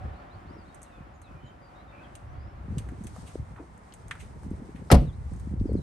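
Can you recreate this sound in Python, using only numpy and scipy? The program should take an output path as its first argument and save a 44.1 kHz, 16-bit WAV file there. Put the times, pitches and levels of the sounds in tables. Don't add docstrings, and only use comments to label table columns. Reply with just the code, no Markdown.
import sys
import numpy as np
from scipy import signal
from scipy.fft import rfft, irfft, next_fast_len
from scipy.io import wavfile

SR = 44100
rng = np.random.default_rng(int(sys.argv[2]) if len(sys.argv) > 2 else 0)


def persist_wave(psi):
    counts = np.round(np.clip(psi, -1, 1) * 32767).astype(np.int16)
    wavfile.write(sys.argv[1], SR, np.atleast_2d(counts).T)


def gain_from_db(level_db):
    decades = np.asarray(level_db, float) / 20
    return 10 ** decades


N = 256662
T = np.arange(N) / SR
HALVES = np.array([[.5], [-.5]])

# f/Hz, correlation (limited to +-1)
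FAR_CORRELATION = [(60, 0.92), (150, 0.93), (350, 0.69), (860, -0.36), (2080, 0.19), (5030, 0.42),
                   (12200, -1.06)]
# f/Hz, level difference/dB
DOOR_BALANCE = [(60, 3), (150, -1), (350, 3), (860, 4), (2080, 5.5), (5030, 2), (12200, 1)]
# t/s, nominal ring level/dB, contact time/s, rattle level/dB
BLOWS = [(4.9143, -13.5, 0.00023, -11.5), (4.926, -22.5, .001, -25.5), (4.943, -15, 0.00095, -22.5),
         (4.973, -20, 0.0015, -47)]


def read(points, hz):
    f, value = np.transpose(points)
    return np.interp(np.log(hz + 1), np.log(f + 1), value)


def add(mix, start_s, sound):
    part = mix[:, round(start_s * SR):][:, :sound.shape[1]]
    part += sound[:, :part.shape[1]]


def noise(spectrum, correlation, size=N, tilt_db=0, left=((1, 0), (2, 0))):
    fast = next_fast_len(size)
    hz = np.fft.rfftfreq(fast, 1 / SR)
    common, independent = rfft(rng.standard_normal((2, fast)))
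    c = np.clip(read(correlation, hz), -1, 1)
    channels = np.array([common, c * common + np.sqrt(1 - c ** 2) * independent])
    colour_db = read(spectrum, hz) + tilt_db * np.log2(1 + hz / 2000)
    x = irfft(channels * gain_from_db(colour_db + HALVES * read(left, hz)), fast)[:, :size]
    return x / np.sqrt(np.mean(x ** 2))


def lumps(cutoff_hz):
    lowpass = signal.butter(2, cutoff_hz, fs=SR, output="sos")
    x = signal.sosfilt(lowpass, rng.standard_normal(N))
    return x / x.std()


def humps(rows):
    return sum(gain_from_db(db) ** 2 * np.exp(-((T - middle) / half) ** 2) for middle, db, half in rows)


def latch():
    # t/s, level/dB, length/s
    scrapes = [(4.9015, -22, .009)]
    # f/Hz, power density/dB
    scrape_colour = [(250, -45), (430, -7), (790, -4), (1050, -12), (1400, 0), (1900, -13), (3500, -28),
                     (5200, -21), (6500, -34), (9000, -46), (12000, -80)]
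    start, db, length = scrapes[0]
    t, out = np.arange(4096) / SR, np.zeros((2, N))
    shape = np.minimum(t / .002, 1) * np.exp(-np.maximum(t - length, 0) / .002)
    correlation = [(500, 1.0), (1500, 0.091), (5000, 0.98)]
    scrape = noise(scrape_colour, correlation, size=4096, left=DOOR_BALANCE)
    add(out, start, gain_from_db(db) * shape * scrape)
    return out


def panel_ring():
    # f/Hz, level/dB, t60/s
    panel_modes = [(151, 1.5, 0.43), (249, 3.5, 0.2), (296, 6, 0.075), (420, 0, 0.15), (454, 0, .16),
                   (652, 5.5, 0.07), (721, -4, 0.21), (822, -10, 0.1), (897, -11, 0.11), (990, -24, 0.15),
                   (1195, -35, 0.17), (1300, -19, 0.15), (1440, -28, 0.15), (43, 9.5, 0.19),
                   (62.9, -20, .5), (132, -7, 0.3), (207, 4, 0.18), (501, -2, 0.12), (570, -9, 0.1)]
    t, out = np.arange(32768) / SR, np.zeros((2, N))
    channel_delay_s = 0.00019
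    ring = np.zeros((2, len(t)))
    for hz, db, t60 in panel_modes:
        decay = gain_from_db(db + HALVES * read(DOOR_BALANCE, hz) - 60 * t / t60)
        build_up = 1 - np.exp(-t * hz / 0.8)
        ring += decay * build_up * np.sin(2 * np.pi * hz * (t - HALVES * channel_delay_s))
    for start, ring_db, contact, _ in BLOWS:
        push = np.exp(-(t[:2048] / contact - 1.5) ** 2)
        add(out, start, gain_from_db(ring_db) * signal.oaconvolve(ring, push[None] / push.sum(), axes=1))
    return out


def trim_rattle():
    # f/Hz, power density/dB
    rattle_colour = [(320, -20), (550, -0.5), (859, -5.5), (1680, -20), (1960, -17), (3360, -22.5),
                     (3590, -24), (4790, -21.5), (6570, -24.5), (6830, -25), (8880, -17.5), (10000, -29.5),
                     (11700, -25.5), (12700, -40), (15300, -51), (16500, -66), (22000, -120)]
    # f/Hz, t60/s
    rattle_decay = [(300, 0.26), (1000, 0.1), (3000, 0.32), (8000, 0.085), (14000, 0.27)]
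    # f/Hz, correlation
    rattle_correlation = [(60, 0.95), (150, 0.7), (350, 0.85), (860, 0.88), (2080, 0.15), (5030, 0.76),
                          (8000, .1), (12200, 0.66)]
    chatter_s, rise_s = 0.014, 0.00027
    first_tilt_db, dulling_db = -1.0, -76
    out = np.zeros((2, N))
    for start, _, _, rattle_db in BLOWS:
        tilt_db = first_tilt_db + dulling_db * (start - BLOWS[0][0])
        raw = noise(rattle_colour, rattle_correlation, size=16384, tilt_db=tilt_db, left=DOOR_BALANCE)
        hz, when, bands = signal.stft(raw, SR, nperseg=128)
        settle = gain_from_db(-12) + np.exp(-np.maximum(when - chatter_s, 0) / .001)
        bands *= gain_from_db(-60 * when / read(rattle_decay, hz)[:, None])
        bands *= np.where(hz[:, None] > 1500, settle, 1)
        shake = signal.istft(bands, SR, nperseg=128)[1]
        rise = np.minimum(np.arange(shake.shape[1]) / SR / rise_s, 1)
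        add(out, start, gain_from_db(rattle_db) * shake * rise)
    return out


def cabin_boom():
    # t/s, final f/Hz, extra f at first/Hz, its time constant/s, hold/s, t60/s
    cabin_air = (4.9266, 62, 52, .012, .046, .17)
    start, hz, extra_hz, fading, hold, t60 = cabin_air
    t, out = np.arange(32768) / SR, np.zeros((2, N))
    turns = hz * t + extra_hz * fading * (1 - np.exp(-t / fading))
    decay = gain_from_db(-11 - 60 * np.maximum(t - hold, 0) / t60)
    boom = decay * np.sin(2 * np.pi * turns) * (1 + 2.1 * np.exp(-t / 0.008))
    add(out, start, np.array([boom, boom]))
    return out


def door():
    return latch() + panel_ring() + trim_rattle() + cabin_boom()


def wind_and_shoved_air():
    # t/s, nominal rumble level/dB, flutter over rumble/dB
    flow_course = [(0, -46, -10), (.3, -65, 1), (.55, -47.5, -7), (.95, -63, -7.5), (1.3, -50.5, -7.5),
                   (1.7, -60.5, -4), (2.1, -54, -4), (2.25, -42, -26.5), (2.55, -40.5, -18),
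                   (2.8, -40, -4.5), (3.15, -44, -11), (3.5, -50, -9), (3.85, -53.5, -11.5),
                   (4.2, -45.5, -9), (4.5, -43.5, -5), (4.88, -46.5, -6), (5.0, -30.5, -5),
                   (5.15, -35.5, -17.5), (5.4, -37.5, -21), (5.6, -35, -10), (5.77, -32, -2),
                   (5.82, -35, -15)]
    # middle t/s, nominal level/dB, half width/s
    gust_rows = [(.05, -37.5, 0.057), (.365, -42.5, 0.014), (.47, -46, .02), (1.01, -49, 0.048),
                 (1.34, -43, .03), (1.45, -42.5, 0.022), (1.9, -49, 0.03), (2.71, -34.5, 0.012),
                 (3.41, -34.5, .025), (3.51, -41.5, 0.024), (3.96, -50.5, 0.023), (4.07, -41.5, 0.017),
                 (4.52, -33.5, 0.021), (4.59, -41, 0.014), (5.34, -32.5, .03), (5.5, -35, 0.054),
                 (5.61, -28.5, 0.018)]
    # f/Hz, power density/dB
    rumble_colour = [(12, -55), (20, -32), (41, -0.5), (66, 4.5), (107, -0.5), (140, -7), (252, -37),
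                     (400, -50), (520, -33.5), (880, -120)]
    # f/Hz, power density/dB
    flutter_colour = [(90, -31), (150, 3.5), (260, -4), (420, -10.5), (700, -26.5), (1000, -73)]
    # t/s, nominal peak level/dB, nominal f/Hz, duration in periods of f
    eddies = [(0.507, -36, 224, 3.2), (0.567, -38.5, 340, 2.3), (1.004, -39, 155, 3.3),
              (1.312, -38.5, 163, 2.1), (2.681, -31, 178, 3.1), (2.721, -29.5, 183, 4.1),
              (2.771, -23, 151, 2.6), (3.005, -32, 199, 5.9), (3.052, -31, 172, 2),
              (3.355, -24.5, 374, 2.9), (3.397, -39, 151, 3.5), (4.427, -41, 230, 2.6),
              (4.464, -27, 149, 1.7), (4.512, -24, 225, 2.9), (4.617, -33.5, 227, 5.3),
              (4.751, -34, 215, 2.5), (5.471, -28, 190, 3.4), (5.508, -31, 160, 4.8),
              (5.537, -23, 165, 2.1), (5.611, -19.5, 201, 2.85), (5.654, -21, 275, 4.9),
              (5.691, -30.5, 423, 9.7), (5.702, -32, 151, 3.4), (5.718, -20.5, 272, 2.6),
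              (5.752, -17.5, 287, 3.3), (5.766, -26, 175, 4.8)]
    when, rumble_db, flutter_db = np.transpose(flow_course)
    steady, gusts = gain_from_db(np.interp(T, when, rumble_db)) ** 2, humps(gust_rows)
    gust_flutter = gusts * gain_from_db(-15) ** 2
    flutter = steady * gain_from_db(np.interp(T, when, flutter_db)) ** 2 + gust_flutter
    out = noise(rumble_colour, [(40, 0.86), (300, 0.87)]) * np.sqrt(steady + gusts) * gain_from_db(2.25 * lumps(16.8))
    out += noise(flutter_colour, [(100, 0.9), (600, 0.54)]) * np.sqrt(flutter) * gain_from_db(5.18 * lumps(32.0))
    for start, db, hz, cycles in eddies:
        phase, side = rng.random(2)
        u = np.arange(0, 1, hz / cycles / SR)
        turns = cycles * u * (1.25 - 0.34 * u) + phase
        swell = (u * np.exp(1 - u / 0.24) / 0.23) ** 2.23 * (1 - u ** 4)
        add(out, start, gain_from_db(db + HALVES * 3 * (side - .5)) * np.sin(2 * np.pi * turns) * swell)
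    return out


def impacts(rows, t60, rise, snap):
    # f/Hz, power density/dB
    bright_colour = [(2350, -20), (4000, -12), (4640, -20), (4870, -36), (5740, -9.5), (6320, 3.5),
                     (7030, -4), (8570, 4.5), (10100, -4.5), (10400, -5), (11100, 0.5), (12700, -28),
                     (15500, -33), (16500, -57), (22000, -120)]
    out, t = np.zeros((2, N)), np.arange(6144) / SR
    since = np.maximum(t - rise, 0)
    fall = gain_from_db(-60 * since / t60) + gain_from_db(-21 - 60 * since / 0.46)
    shape = fall * (1 + snap * np.exp(-t / 0.0013)) * np.minimum(t / rise, 1)
    for start, dull_db, bright_db, hz in rows:
        dull_colour = [(hz / 3, -40), (hz / 1.77, -12), (hz / 1.29, -3), (hz, 0),
                       (hz * 1.25, -5), (hz * 2.2, -17), (hz * 4, -40), (hz * 12, -90)]
        dull = noise(dull_colour, [(1000, 0.91), (5000, 0.15)], size=6144)
        bright = noise(bright_colour, [(5000, 0.63), (12000, 0.37)], size=6144)
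        add(out, start, (gain_from_db(dull_db) * dull + gain_from_db(bright_db) * bright) * shape)
    return out


def ticks():
    # t/s, nominal dull level/dB, nominal bright level/dB, dull f/Hz
    tick_rows = [(0.7452, -62, -55, 1470), (0.8174, -61, -55, 1450), (0.8294, -63, -49.5, 1370),
                 (1.2164, -58.5, -58, 1520), (2.1525, -53.5, -50, 2835), (2.7823, -45, -43.5, 2850),
                 (2.8878, -49, -62.5, 1380), (3.0377, -66, -54, 1300), (3.0436, -62, -55, 1480),
                 (3.0681, -50, -47, 2420), (3.163, -43, -60, 700), (3.5613, -50, -76, 1330),
                 (3.7764, -66, -64.5, 1320), (3.923, -55, -80, 3450), (3.9374, -59.5, -50, 2160),
                 (4.0814, -62, -56, 1480), (4.1101, -30, -48, 1700), (4.1525, -48, -64, 1430),
                 (4.433, -51, -65, 726), (4.505, -59, -65, 853), (5.3344, -60.5, -63, 1300),
                 (5.3624, -68, -63, 1350), (5.3974, -61, -58.5, 1400), (5.5984, -62, -75, 4300),
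                 (5.7294, -72, -63, 1530)]
    return impacts(tick_rows, t60=0.051, rise=0.00086, snap=1.1)


def scuffs():
    # t/s, nominal dull level/dB, nominal bright level/dB, dull f/Hz
    scuff_rows = [(3.258, -56.5, -57, 2700), (3.585, -44, -89, 330), (3.57, -51, -84, 1064),
                  (4.19, -54, -56, 2480), (4.7444, -59, -68, 2100)]
    return impacts(scuff_rows, t60=.19, rise=.018, snap=0)


def bird():
    # t/s, length/s, nominal start f/Hz, nominal end f/Hz, nominal level/dB
    bird_notes = [(.06, 0.056, 2800, 3000, -74), (0.128, .09, 3580, 4680, -74),
                  (.29, 0.08, 3400, 4650, -70), (0.455, 0.076, 3300, 5400, -71),
                  (.52, .05, 5400, 5600, -74), (.56, .08, 5480, 4300, -72.5),
                  (0.645, 0.056, 3300, 4470, -71), (0.687, .05, 3750, 3810, -71),
                  (.83, .06, 4600, 3530, -74), (0.858, .06, 3000, 2580, -68), (.91, .12, 2580, 2480, -67),
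                  (0.918, 0.063, 3840, 3320, -70), (1.135, 0.037, 7250, 6400, -72),
                  (1.218, 0.07, 4560, 3300, -69.5), (1.24, 0.069, 2550, 2600, -64),
                  (1.345, 0.055, 2400, 2420, -66), (1.402, 0.12, 3005, 3110, -63.5),
                  (1.448, .05, 7350, 6500, -72), (1.456, 0.035, 4200, 3580, -72),
                  (1.612, 0.086, 4930, 4560, -70), (1.74, 0.086, 3500, 4020, -71),
                  (1.875, 0.053, 3750, 3580, -69), (1.9, 0.18, 2635, 2564, -61),
                  (1.913, 0.098, 2344, 2410, -62.5), (2.027, 0.04, 3670, 3000, -63.5),
                  (2.27, .07, 5200, 6300, -77), (2.342, .2, 4280, 5480, -77), (2.54, .08, 4200, 4150, -83),
                  (5.05, 0.067, 4330, 3150, -66), (5.126, 0.025, 3350, 4350, -69),
                  (5.652, .045, 5800, 4300, -69), (5.69, .03, 4350, 4450, -68),
                  (5.723, 0.038, 5200, 4950, -73), (5.762, .018, 4700, 3900, -65),
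                  (5.779, .043, 3970, 3900, -68)]
    glide_ease = .7
    direct, waver, flicker = np.zeros((1, N)), lumps(90), lumps(110)
    for start, length, start_hz, end_hz, db in bird_notes:
        u = np.arange(0, 1, 1 / length / SR)
        at = np.minimum(round(start * SR) + np.arange(len(u)), N - 1)
        hz = (start_hz + (end_hz - start_hz) * u ** glide_ease) * (1 + .016 * waver[at])
        whistle = np.sin(2 * np.pi * np.cumsum(hz) / SR) * np.sin(np.pi * u) ** .5
        add(direct, start, gain_from_db(db + 2.5 * flicker[at]) * whistle[None])
    t = np.arange(8000) / SR
    echoes = rng.standard_normal((2, 8000)) * gain_from_db(-27 - 60 * t / .15)
    return gain_from_db(-1) * direct + signal.oaconvolve(direct, echoes, axes=1)[:, :N]


def cabin_tone():
    # t/s, initial level/dB, f/Hz, t60/s
    resonance = [(0, -49, 750, 0.98)]
    start, db, hz, t60 = resonance[0]
    colour = [(hz - 120, -80), (hz - 25, -3), (hz + 25, -3), (hz + 120, -80)]
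    return gain_from_db(db - 60 * (T - start) / t60) * noise(colour, FAR_CORRELATION)


def cloth():
    # middle t/s, nominal level/dB, half width/s
    stroke_rows = [(.78, -76, 0.14), (2.14, -75, 0.079), (2.8, -69.5, 0.042), (3.22, -60, .12),
                   (4.2, -65.5, 0.068), (4.47, -70, 0.043), (4.97, -68, 0.14), (5.36, -70, 0.086)]
    # f/Hz, power density/dB
    rustle_colour = [(1760, -31), (3000, -2), (3770, 0), (6220, 1), (7230, 0), (8930, 4.5), (10300, -8.5),
                     (11400, -5), (12100, -18), (12700, -38), (16500, -61), (22000, -120)]
    steady = gain_from_db(-71.5) * np.interp(T, (2.54, 2.83), [0, 1])
    level = np.sqrt(humps(stroke_rows) + steady ** 2)
    grains = gain_from_db(0.5 * lumps(60) + 1.7 * lumps(7.2))
    return noise(rustle_colour, [(3000, 0.31), (12000, 0.089)]) * level * grains


def traffic():
    # f/Hz, power density/dB
    cabin_colour = [(24, -45), (40, 1.5), (71, -2), (143, -9), (191, -9), (325, -9), (456, -18.5),
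                    (580, -6.5), (654, -13.5), (720, -5.5), (853, -10), (1840, -19), (5320, -42.5),
                    (8820, -71), (12700, -65), (16500, -77), (22000, -120)]
    # f/Hz, -3 dB width/Hz, nominal level/dB
    cabin_resonances = [(598.6, 120, -26), (732, 230, -25), (1119, 370, -12), (1360, 170, -19)]
    # f/Hz, power density/dB
    open_colour = [(120, -6.5), (200, -3), (343, -14.5), (394, -11), (607, -9), (874, -6), (1580, -16.5),
                   (2050, -18.5), (2900, -29.5), (8790, -53), (12700, -45), (16500, -66), (22000, -120)]
    # t/s, nominal level/dB
    swelling = [(0, -47.5), (.55, -49.5), (1.2, -52.5), (2.14, -50.5), (2.6, -50.5), (3.3, -47.5),
                (4.1, -47), (4.9, -47.5), (5.82, -48.5)]
    hollow = noise(cabin_colour, FAR_CORRELATION)
    for hz, width, db in cabin_resonances:
        colour = [(hz - 3 * width, -30), (hz - width / 2, -3), (hz, 0), (hz + width / 2, -3), (hz + 3 * width, -30)]
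        hollow = hollow + gain_from_db(db) * noise(colour, FAR_CORRELATION) * gain_from_db(2.62 * lumps(3.9))
    outside = np.interp(T, (2.04, 3.7), [0, np.pi / 2])
    open_air = gain_from_db(-6.5) * noise(open_colour, FAR_CORRELATION)
    hum = np.cos(outside) * hollow + np.sin(outside) * open_air
    return hum * gain_from_db(np.interp(T, *np.transpose(swelling)) + 0.83 * lumps(4.9))


def hiss():
    # f/Hz, power density/dB
    hiss_colour = [(2000, -16), (5000, 1.5), (9000, -1), (12000, -4), (12800, -14), (13500, -60)]
    return gain_from_db(-81.5) * noise(hiss_colour, [(3000, .1), (12000, .1)])


def scene():
    small = ticks() + scuffs()
    return door() + wind_and_shoved_air() + small + bird() + cabin_tone() + cloth() + traffic() + hiss()


def roll_off(x):
    return signal.sosfilt(signal.butter(12, 15800, fs=SR, output="sos"), x)


def record(dry):
    bass_cut = signal.butter(2, 30, "high", fs=SR, output="sos")
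    cut = signal.sosfilt(bass_cut, dry)
    notch_hz, notch_sharpness = 10350, 22
    cut = signal.lfilter(*signal.iirnotch(notch_hz, notch_sharpness, fs=SR), cut)
    finished = 1.3 * np.tanh(cut / 1.3)
    return roll_off(finished)


dry = scene()
out = record(dry)
persist_wave(out)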